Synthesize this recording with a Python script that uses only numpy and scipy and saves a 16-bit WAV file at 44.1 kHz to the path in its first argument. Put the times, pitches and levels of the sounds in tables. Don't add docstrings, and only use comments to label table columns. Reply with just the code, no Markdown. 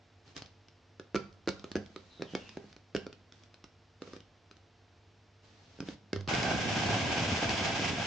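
import sys
import numpy as np
from scipy import signal
from scipy.fft import rfft, irfft, next_fast_len
from scipy.io import wavfile

SR = 44100
rng = np.random.default_rng(int(sys.argv[2]) if len(sys.argv) > 2 else 0)


def put_to_file(sound):
    columns = np.atleast_2d(sound).T
    safe = np.clip(columns, -1, 1)
    whole_steps = np.round(safe * 32767)
    wavfile.write(sys.argv[1], SR, whole_steps.astype(np.int16))


N = 355446
TIME = np.arange(N) / SR

# f/Hz, level/dB
AIR_EQ = [(20, -26.5), (35, -19.5), (48, -0.5), (66, -9.5), (86, 3), (104, -4.5), (122, -11.5),
          (350, -15.5), (700, -15), (1200, -19.5), (3000, -22.5), (5500, -26.5), (7000, -34.5), (8300, -47),
          (10000, -63.5)]
# f/Hz, level/dB
HUM = [(100, -65), (150, -79.5), (200, -86.5), (250, -77.5), (300, -82.5), (350, -78), (400, -90.5),
       (450, -77), (600, -84.5), (700, -80.5)]
# f/Hz, t60/s
KITCHEN_DECAY = [(120, 0.89), (320, 0.24), (840, 0.48), (2200, 0.36), (5800, 0.37), (9000, 0.3)]
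# f/Hz, gain/dB
SEND_EQ = [(100, -1), (300, -3), (700, 3.5), (1500, -1), (3000, 1.5), (8000, -1.5)]
# f/Hz, left-right likeness
ROOM_TONE_LIKENESS = [(100, 0.99), (400, 0.73), (900, 0.96), (3000, 0.79), (9000, 0.86)]
# f/Hz, left-right likeness
ROOM_IMAGE = [(60, .9), (140, .96), (350, .8), (850, .6), (1600, .45), (3000, .3), (9000, .38)]
# f/Hz, left-right likeness
CLOSE_IMAGE = [(300, 0.91), (1400, 0.93), (3000, 0.9), (8000, 0.37)]
# f/Hz, left minus right/dB
BALANCE = [(60, -0.5), (160, -0.8), (450, -0.9), (1200, -1.7), (3400, 0), (9000, 0.5)]

# f/Hz, level/dB, t60/s
BODY_MODES = [(97, -27, .12), (170, -15, .07), (200, -11, .1), (285, -7, .05), (330, 0, .018),
              (385, -11, .07), (440, -3, .016), (490, -16, .06), (575, -25, .05)]
# multiple of its pitch, level/dB, t60/s
WALL_MODES = [(.5, 12.5, 0.014), (.76, 9.5, 0.0064), (.9, 4, 0.023), (0.999, 20, 0.018),
              (1.131, 1.5, 0.067), (1.4, 5.5, 0.041), (1.68, -1.5, 0.037)]
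# f/Hz, level/dB
THUD_EQ = [(50, -22), (110, -10), (190, 0), (480, 0), (640, -8), (950, -19), (2500, -30)]
# f/Hz, level/dB
TICK_EQ = [(300, 10), (800, -7), (1500, -5), (2500, 0.5), (3600, 0), (5200, 1.5), (6500, -6.5),
           (7600, -18.5), (9300, -32), (10200, -72)]
# f/Hz, level/dB
CLOTH_EQ = [(200, 12), (1000, 0.5), (2500, 0.5), (4500, 0.5), (6300, -3.5), (7600, -14), (9300, -32),
            (10200, -58)]

# t/s, length/s, level/dB
BRUSHES = [(0.266, 0.044, -60), (0.372, 0.01, -48.5), (1.556, 1, -65), (2.312, 0.4, -61.5),
           (3.34, 0.11, -66.5), (4.027, 0.14, -58), (5.446, 0.49, -62.5), (5.87, 0.044, -57.5)]
# t/s, length/s, level/dB, f/Hz
SQUEAKS = [(2.116, 0.14, -62.5, 3950), (2.293, .05, -59.5, 3100), (2.395, 0.077, -60.5, 2850),
           (2.476, 0.043, -62, 2700)]
RUB_ATTACK_S, RUB_RELEASE_S = 0.027, 0.038
# t/s, level/dB
TICKS = [(.278, -66), (.377, -50), (.421, -48), (0.46, -59), (.684, -61.5), (1.595, -57.5), (1.861, -59.5),
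         (2.492, -52.5), (2.728, -60.5), (3.436, -62.5), (3.542, -59), (4.204, -58.5), (4.568, -63.5),
         (5.804, -44), (5.8868, -49.5), (6.209, -56.5)]
# t/s, level/dB
BUMPS = [(1.204, -44), (2.196, -38), (2.208, -36.5), (2.335, -34), (2.641, -43.5), (5.788, -42),
         (5.803, -33), (5.825, -37), (5.8855, -31), (6.209, -43)]
# t/s, force/dB, brightness/dB, wall pitch/Hz
KNOCKS = [(0.365, -50.5, 8, 1620), (.997, -47.5, -14.5, 1470), (1.642, -43.5, -12.5, 1280),
          (1.716, -48, 8, 1230), (1.9614, -44.5, -12, 1340), (2.2212, -37, -15, 1594),
          (2.351, -34, -14, 1574), (2.571, -44, -21.5, 1590), (2.764, -57, -4, 1450),
          (3.066, -45.5, -18.5, 1340), (3.128, -53, -1, 1550), (3.323, -58.5, 1, 1480),
          (3.641, -54, -0.5, 1280), (4.02, -45, -18.5, 1290), (4.075, -55, -19, 1280),
          (4.134, -48.5, -14, 1370), (4.164, -52, -14, 1540), (4.512, -56.5, -4, 1310),
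          (6.131, -33.5, -14, 1665), (6.161, -40.5, -13, 1310), (6.276, -41, -2, 1250)]
# t/s, force/dB, first rebound/dB, second rebound/dB, wall pitch/Hz
SEATINGS = [(1.1458, -34, 2, -4.5, 1480), (1.4745, -33.5, 0.5, -3.5, 1393), (1.755, -33, -2.5, -22, 1503),
            (2.949, -33.5, -8, -5.5, 1575)]
WALL_HZ = 1502
# f/Hz, level/dB, t60/s
LANDING, GLASS_MODES = (1.16, -30.5), [(1340, 6, 0.038), (2284, -5.5, .044), (4650, -24, 0.3)]
# f/Hz, level/dB, t60/s
PUSHES, FEET_MODES = [(1.764, -40), (6.134, -38), (6.164, -37)], [(96.2, 0, 0.33)]

# t/s, force/dB, brightness/dB
CHUNKS = [(6.337, -34, 4.5), (6.35, -38.5, 8), (6.4303, -41, 12.5), (6.511, -41.5, -19),
          (6.834, -40.5, -13), (6.866, -45, 6), (7.425, -46, -22), (7.493, -34, 4), (7.795, -45.5, -28)]
# f/Hz, width/Hz, level/dB
HOUSING_MODES = [(673, 5.1, -46), (964, 170, -45), (1621, 63, -45)]
# f/Hz, level/dB
GEAR_EQ = [(900, -8), (1850, -9), (2050, -5), (2250, -3.5), (2850, -5), (3400, -6.5), (3800, -11),
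           (4450, -12.5), (5000, -10), (5800, -12.5), (6900, -17), (7700, -25.5), (9400, -40.5),
           (10200, -64)]
# f/Hz, level/dB
TUMBLE_EQ = [(25, -32), (42, -15), (60, -6.5), (90, 6.5), (120, 7), (160, 3), (240, 4), (330, -1),
             (430, -5), (600, -6), (1200, -61)]
# f/Hz, level/dB
BOWL_EQ = [(250, -28.5), (470, -5.5), (590, -1.5), (690, 5.5), (790, 7), (950, -7), (1130, -5.5),
           (1330, -11), (1580, 4.5), (1720, -8), (1850, -35), (2600, -9), (5000, -30), (9000, -72)]
# t/s, boost/dB
SURGES = [(6.32, 5), (6.5, 5.5), (6.93, 5), (7.16, 4), (7.45, 5), (7.7, 7), (8.03, 4.5)]
# t/s, tumble/dB, rasp/dB
RUN_LEVELS = [(6.3, -40, -35.5), (6.382, -34, -38), (6.65, -32, -36.5), (7.894, -37.5, -36),
              (7.962, -36, -41), (8.05, -41.5, -37)]
MOTOR_ON_S = 6.282


def amp(db):
    return 10 ** (np.asarray(db) / 20)


def unit(x):
    return x / np.sqrt(np.mean(x ** 2) + 1e-20)


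def read(points, hz):
    f, value = np.transpose(points)
    return np.interp(np.log(hz + 1), np.log(f + 1), value)


def follow(rows):
    s, *columns = np.transpose(rows)
    return [np.interp(TIME, s, c) for c in columns]


def add(mix, s, sound):
    part = mix[:, round(s * SR):][:, :sound.shape[-1]]
    part += sound[..., :part.shape[1]]


def colour(x, eq, size=4096):
    log_gain = np.log(amp(read(eq, abs(np.fft.fftfreq(size, 1 / SR)))))
    taps = np.fft.ifft(np.exp(np.conj(signal.hilbert(log_gain)))).real[:size // 2]
    return signal.oaconvolve(x, taps[None], axes=1)[:, :x.shape[1]]


def stereo(x, image=ROOM_IMAGE):
    size = next_fast_len(x.shape[1])
    a, b = rfft(x, size)
    likeness = np.clip(read(image, np.fft.rfftfreq(size, 1 / SR)), 0, 1)
    mid, side = np.sqrt((1 + likeness) / 2) * a, np.sqrt((1 - likeness) / 2) * b
    return irfft(np.array([mid + side, mid - side]), size)[:, :x.shape[1]]


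def wander(per_s):
    return unit(np.interp(TIME * per_s, np.arange(4000), rng.standard_normal(4000)))


def impacts(per_s, spread_db):
    size = amp(spread_db * np.minimum(rng.exponential(1, N), 4))
    hits = rng.random(N) < per_s / SR
    return stereo(size * hits * rng.standard_normal((2, N)))


def ring(modes, t, detune=0, uneven_db=0):
    chance = rng.standard_normal((len(modes), 2))
    return sum(amp(db + uneven_db * b - 60 * t / t60) * np.sin(2 * np.pi * hz * (1 + detune * a) * t)
               for (hz, db, t60), (a, b) in zip(modes, chance))


def fuzzy_tone(hz, width_hz):
    r = np.exp(-np.pi * width_hz / SR)
    drift = signal.lfilter([1], [1, -2 * r, r * r], rng.standard_normal((2, N)))
    phase = 2 * np.pi * np.cumsum(hz * np.ones(N)) / SR
    return unit(drift[0] * np.cos(phase) + drift[1] * np.sin(phase))


def room_tone(air_db=-64.5, hum_db=-1.5):
    air = unit(colour(stereo(rng.standard_normal((2, N)), ROOM_TONE_LIKENESS), AIR_EQ)) * amp(air_db)
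    hum = sum(amp(db + hum_db) * np.sqrt(2) * np.sin(2 * np.pi * (hz * TIME + rng.random()))
              for hz, db in HUM)
    settle_db = 0.05 * np.maximum(3.2 - TIME, 0)
    return air + hum * amp(settle_db + 0.58 * wander(per_s=27))


def kitchen(x, early_db=-9, late_db=-10, early_t60=0.16, first_s=0.002):
    t = np.arange(SR * 3 // 4) / SR
    taps = stereo(rng.standard_normal((2, len(t))) * (rng.random((2, len(t))) < 4000 / SR))
    early = taps[::-1, ::-1] * amp(-60 * t / early_t60)
    hz, age, bands = signal.stft(taps, SR, nperseg=256)
    decay = amp(-60 * age / read(KITCHEN_DECAY, hz)[:, None])
    late = signal.istft(bands * decay, SR, nperseg=256)[1][:, :len(t)]
    arrive = np.clip(t / first_s - 1, 0, 1)
    echo = amp(early_db) * unit(early * arrive) + amp(late_db) * unit(late * arrive)
    return signal.oaconvolve(x, echo / np.sqrt(len(t)), axes=1)[:, :N]


def varied_echoes(x, cycle_s=.9):
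    angle = 2 * np.pi * TIME / cycle_s
    return sum(kitchen(x * np.sqrt(2 / 3) * np.cos(angle + 2 * np.pi * k / 3)) for k in range(3))


def stroke(start, length):
    end = start + length
    return np.interp(TIME, [start - RUB_ATTACK_S, start, end, end + RUB_RELEASE_S], [0, 1, 1, 0])


def brushes(trim_db=-1):
    grains = unit(colour(impacts(per_s=9000, spread_db=1.5), CLOTH_EQ))
    envelope = sum(amp(db + trim_db) * stroke(s, length) for s, length, db in BRUSHES)
    return grains * envelope * amp(1.8 * wander(per_s=8.3))


def squeaks(trim_db=-1, sag_hz_per_s=1900):
    starts, _, _, pitches = np.transpose(SQUEAKS)
    latest = np.maximum(np.searchsorted(starts - RUB_ATTACK_S, TIME) - 1, 0)
    hz = pitches[latest] - sag_hz_per_s * (TIME - starts[latest])
    envelope = sum(amp(db + trim_db) * stroke(s, length) for s, length, db, _ in SQUEAKS)
    return fuzzy_tone(hz, width_hz=480) * envelope


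def blow(s, force_db, bright_db, hz=WALL_HZ):
    return s, force_db - bright_db / 2, force_db - 1, force_db + bright_db / 2, hz


def strikes(blows, thud_db, clack_db, tick_db, contact_s, bowl_db, bowl_below_hz=310, full_blow_db=-23):
    t = np.arange(8192) / SR
    push = 1 - np.exp(-(t / contact_s) ** 2)
    snap = t * np.exp(-t / .0007) + .00002 * np.exp(-t / .005)
    out = np.zeros((2, N))
    for s, thud, clack, tick, hz in blows:
        bass_db = bowl_db + 0.25 * min(thud - full_blow_db, 0)
        body_modes = [(f, db + bass_db * (f < bowl_below_hz), t60) for f, db, t60 in BODY_MODES]
        body = colour(push * ring(body_modes, t, detune=.03, uneven_db=1.5)[None], THUD_EQ)
        wall_modes = [(k * hz, db, t60) for k, db, t60 in WALL_MODES]
        wall_rings = [ring(wall_modes, t, detune=0.045, uneven_db=4.5) for _ in range(2)]
        wall = stereo(np.array(wall_rings), CLOSE_IMAGE)
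        edge = colour(stereo(rng.standard_normal((2, len(t))), CLOSE_IMAGE) * snap, TICK_EQ)
        for layer, db in (body, thud + thud_db), (wall, clack + clack_db), (edge, tick + tick_db):
            attack_rms = np.sqrt(np.mean(layer[:, :265] ** 2))
            add(out, s, amp(db) * layer / attack_rms)
    return out


def ticks(twist_s=(1.2, 1.5), creaks_per_s=8, creak_db=-67):
    start, end = twist_s
    chances = rng.random((round((end - start) * creaks_per_s), 2))
    creaks = [(start + (end - start) * when, creak_db + 10 * (size - .5)) for when, size in chances]
    blows = [(s, db, db, db, WALL_HZ) for s, db in TICKS + creaks]
    return strikes(blows, thud_db=-27, clack_db=-4.5, tick_db=5, contact_s=.0008, bowl_db=-2)


def bumps():
    blows = [(s, db, db, db, WALL_HZ) for s, db in BUMPS]
    return strikes(blows, thud_db=-5, clack_db=-21, tick_db=-27, contact_s=0.0012, bowl_db=10)


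def knocks():
    blows = [blow(*row) for row in KNOCKS]
    return strikes(blows, thud_db=-2.5, clack_db=-1.5, tick_db=4.5, contact_s=0.00085, bowl_db=-5)


def seatings(drop_bright_db=-26.5, rebound_s=(.009, .0145), rebound_bright_db=(-17.5, 1.5)):
    drops = [blow(s, force, drop_bright_db, hz) for s, force, _, _, hz in SEATINGS]
    rebounds = [blow(s + delay, force + db, bright, hz) for s, force, first, second, hz in SEATINGS
                for delay, db, bright in zip(rebound_s, (first, second), rebound_bright_db)]
    return (strikes(drops, thud_db=-5.5, clack_db=-3.5, tick_db=6.5, contact_s=0.0012, bowl_db=-2)
            + strikes(rebounds, thud_db=-3.5, clack_db=-2, tick_db=3.5, contact_s=0.00095, bowl_db=0.5))


def glass_and_feet():
    t, out = np.arange(SR // 3) / SR, np.zeros((2, N))
    add(out, LANDING[0], amp(LANDING[1]) * ring(GLASS_MODES, t))
    for s, db in PUSHES:
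        add(out, s, amp(db) * ring(FEET_MODES, t))
    return out


def chunks():
    blows = [blow(*row) for row in CHUNKS]
    return strikes(blows, thud_db=0, clack_db=0, tick_db=1, contact_s=.001, bowl_db=3)


def drive(turns, rasp_db, clumps, gear_db=2, housing_db=-4):
    teeth = stereo(rng.standard_normal((2, N))) * (1 + 0.04 * np.cos(2 * np.pi * turns))
    gears = unit(colour(teeth, GEAR_EQ)) * amp(rasp_db + gear_db + 1.18 * clumps)
    whine = sum(amp(db + housing_db) * fuzzy_tone(hz, width) for hz, width, db in HOUSING_MODES)
    return gears + whine * amp(rasp_db - rasp_db.max())


def food(blade_turns, running_s, tumble_db, clumps, pelt_db=-36.5, fade_db_per_s=3.5, surge_s=0.064):
    sweep = 1 + 0.45 * np.cos(2 * np.pi * 2 * blade_turns)
    rumble = unit(colour(impacts(per_s=1100 * sweep, spread_db=-3), TUMBLE_EQ))
    pelting = unit(colour(impacts(per_s=2500 * sweep, spread_db=2.2), BOWL_EQ))
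    surge_db = sum(db * np.exp(-((TIME - s) / surge_s) ** 2) for s, db in SURGES)
    pelting_db = pelt_db - fade_db_per_s * running_s + surge_db
    return rumble * amp(tumble_db + 0.19 * clumps) + pelting * amp(pelting_db + 0.7 * clumps)


def chopper(shaft_hz=377.9, spin_up_s=.02, gear_ratio=10.4, fade_in_s=.006):
    tumble_db, rasp_db = follow(RUN_LEVELS)
    running_s = np.maximum(TIME - MOTOR_ON_S, 0)
    speed_hz = shaft_hz * (1 - np.exp(-running_s / spin_up_s)) * (1 + 0.014 * wander(per_s=14))
    turns = np.cumsum(speed_hz) / SR
    clumps = wander(per_s=55)
    sound = food(turns / gear_ratio, running_s, tumble_db, clumps) + drive(turns, rasp_db, clumps)
    return sound * np.clip(running_s / fade_in_s, 0, 1)


def scene():
    steady = chopper() + room_tone()
    rubs = squeaks() + brushes()
    head_pan = amp([[-0.75], [0.75]])
    handling = (seatings() + knocks() + bumps() + glass_and_feet()) * head_pan
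    close = handling + rubs + chunks() + ticks()
    return close + varied_echoes(colour(close, SEND_EQ)) + steady


def record(dry, low_cut_hz=48, high_cut_hz=9780):
    size = next_fast_len(N)
    balance_db = read(BALANCE, np.fft.rfftfreq(size, 1 / SR))
    heard = irfft(rfft(dry, size) * amp(np.array([balance_db, -balance_db]) / 2), size)[:, :N]
    heard = signal.sosfilt(signal.butter(2, low_cut_hz, "high", fs=SR, output="sos"), heard)
    high_cut = signal.firwin(301, high_cut_hz, window=("kaiser", 9), fs=SR)
    return signal.oaconvolve(heard, high_cut[None], "same", axes=1)


dry = scene()
out = record(dry)
put_to_file(out)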